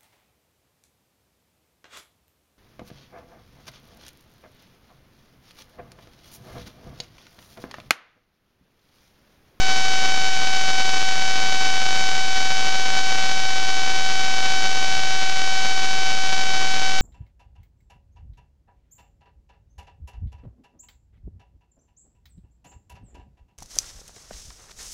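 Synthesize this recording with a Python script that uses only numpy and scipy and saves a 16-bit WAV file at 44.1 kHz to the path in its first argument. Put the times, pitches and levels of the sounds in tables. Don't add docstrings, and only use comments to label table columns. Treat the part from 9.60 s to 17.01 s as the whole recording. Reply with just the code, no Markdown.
import sys
import numpy as np
from scipy import signal
from scipy.fft import rfft, irfft, next_fast_len
from scipy.io import wavfile
from scipy.ndimage import uniform_filter1d

SR = 44100
rng = np.random.default_rng(int(sys.argv[2]) if len(sys.argv) > 2 else 0)


def int16_out(signal):
    q = np.round(np.clip(np.atleast_2d(signal).T, -1, 1) * 32767)
    wavfile.write(sys.argv[1], SR, q.astype(np.int16))


N = 326781
TIME = np.arange(N) / SR

# frequency in Hz, relative level in dB.
HISS_SPECTRUM = [(80, -3), (300, -4), (700, -3.5), (1500, -1.5), (3000, 1.5), (6000, 1), (12500, -0.5)]
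# centre in seconds, pitch in Hz, level in dB.
LOW_BUMPS = [(2.76, 35, -36), (4.335, 33, -37), (5.38, 72, -38)]
# time in seconds, speed in turns per second.
SHAFT_SPEED = [(0.0, 379.2), (2.4, 379.48), (3.7, 380.3), (4.9, 380), (5.9, 380.1), (7.41, 380.6)]
# centre in seconds, added chance of a hard pulse.
RASP_RUNS = [(0.101, 0.32), (.445, .32), (0.959, .3), (1.2, .35), (2.06, .4), (2.769, 0.4), (3.081, 0.35),
             (3.386, .33), (4.849, 0.43), (5.06, 0.4), (6.95, 0.3)]
# frequency in Hz, gain in dB.
RECORDER_RESPONSE = [(30, -7.5), (62, -19.5), (92, 2), (1000, 2), (5000, -0.5), (6200, -0.5), (7000, -4),
                     (7900, -11), (8700, -17), (9600, -19.5), (11300, -21), (12600, -34)]
# frequency in Hz, gain in dB.
MIRROR_RESPONSE = [(8500, -29), (10000, -26.5), (11400, -28.5), (12200, -32), (12700, -31)]


def gain_of(db):
    return 10 ** (np.asarray(db) / 20)


def unit_rms(x):
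    return x / np.sqrt(np.mean(x ** 2) + 1e-20)


def coloured(x, spectrum):
    hz, db = np.transpose(spectrum)
    size = next_fast_len(N + 4096)
    bins_hz = np.fft.rfftfreq(size, 1 / SR)
    gain = gain_of(np.interp(np.log(bins_hz + 1), np.log(hz), db))
    return irfft(rfft(x, size) * gain, size)[:N]


def wander(rate_hz):
    t = np.linspace(0, N / SR, 1000)
    rates_hz = rate_hz * np.logspace(-2, 0, 16, base=2)
    drift = sum(np.sin(2 * np.pi * (hz * t + rng.random())) for hz in rates_hz)
    return unit_rms(np.interp(TIME, t, drift))


def low_bumps(width_s=0.018):
    return sum(gain_of(db) * np.exp(-0.5 * ((TIME - s) / width_s) ** 2)
               * np.sin(2 * np.pi * hz * (TIME - s)) for s, hz, db in LOW_BUMPS)


def hiss(drive_db, base_db=-29):
    return gain_of(base_db + drive_db) * unit_rms(coloured(rng.standard_normal(N), HISS_SPECTRUM))


def pulse_strengths(pulse_s, turns, is_second, spread_db=1.24, hard_db=4.5, rasp_s=0.011):
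    scatter, drift = rng.standard_normal((2, len(turns)))
    run_chance = sum(chance * np.exp(-0.5 * ((pulse_s - s) / rasp_s) ** 2) for s, chance in RASP_RUNS)
    is_hard = rng.random(len(turns)) < np.where(is_second, 0.095, 0.18) + run_chance
    pulse_db = np.where(is_hard, hard_db + 0.5 * spread_db * scatter, spread_db * scatter)
    pulse_db += 0.85 * (is_second + 0.5)
    flutter_db = 0.4 * unit_rms(uniform_filter1d(drift, size=22) - uniform_filter1d(drift, size=90))
    whirl = 1 + 0.036 * np.cos(np.pi * turns)
    mains_ripple = 0.043 * np.sin(2 * np.pi * 100 * pulse_s)
    balance = 1 + mains_ripple * (1 - 2 * is_second)
    return gain_of(pulse_db + flutter_db) * whirl * balance


def motor_whine(speed, drive_db, base_db=-24, jitter_s=13e-6, base_width_s=28e-6):
    shaft_turns = np.cumsum(speed) / SR
    pulse = np.arange(int(2 * shaft_turns[-1]))
    turns, is_second = pulse / 2, pulse % 2
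    lag_turns = 0.0112 + 0.0035 * (speed - speed[0]) + 0.0012 * wander(rate_hz=1.15)
    lagged_turns = turns + np.interp(turns, shaft_turns, lag_turns) * is_second
    pulse_s = np.interp(lagged_turns, shaft_turns, TIME) + jitter_s * rng.standard_normal(N)[pulse]
    strength = pulse_strengths(pulse_s, turns, is_second)[:, None]
    width_s = base_width_s * strength ** 0.26
    samples = np.round(pulse_s * SR).astype(int)[:, None] + np.arange(-10, 11)
    spikes = strength * np.exp(-0.5 * ((samples / SR - pulse_s[:, None]) / width_s) ** 2)
    train = np.bincount(np.clip(samples, 0, N - 1).ravel(), spikes.ravel(), N)
    return gain_of(base_db + drive_db) * unit_rms(train - train.mean())


def scene(ease_db_per_hz=0.79):
    speed = np.interp(TIME, *np.transpose(SHAFT_SPEED))
    drive_db = 0.74 - ease_db_per_hz * (speed - speed[0]) + 0.24 * wander(rate_hz=3.0)
    return (hiss(drive_db) + motor_whine(speed, drive_db))[None]


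def record(dry, clock_hz=15987, edge_hz=12800, dc_offset=-0.288):
    sound = coloured(dry[0], RECORDER_RESPONSE)
    images = 2 * np.cos(2 * np.pi * clock_hz * TIME) * sound
    mirror = coloured(images, MIRROR_RESPONSE)
    band_limit = signal.firwin(511, edge_hz, window=("kaiser", 9), fs=SR)
    return dc_offset + signal.oaconvolve(sound + mirror + low_bumps(), band_limit, "same")[None]


dry = scene()
out = record(dry)
int16_out(out)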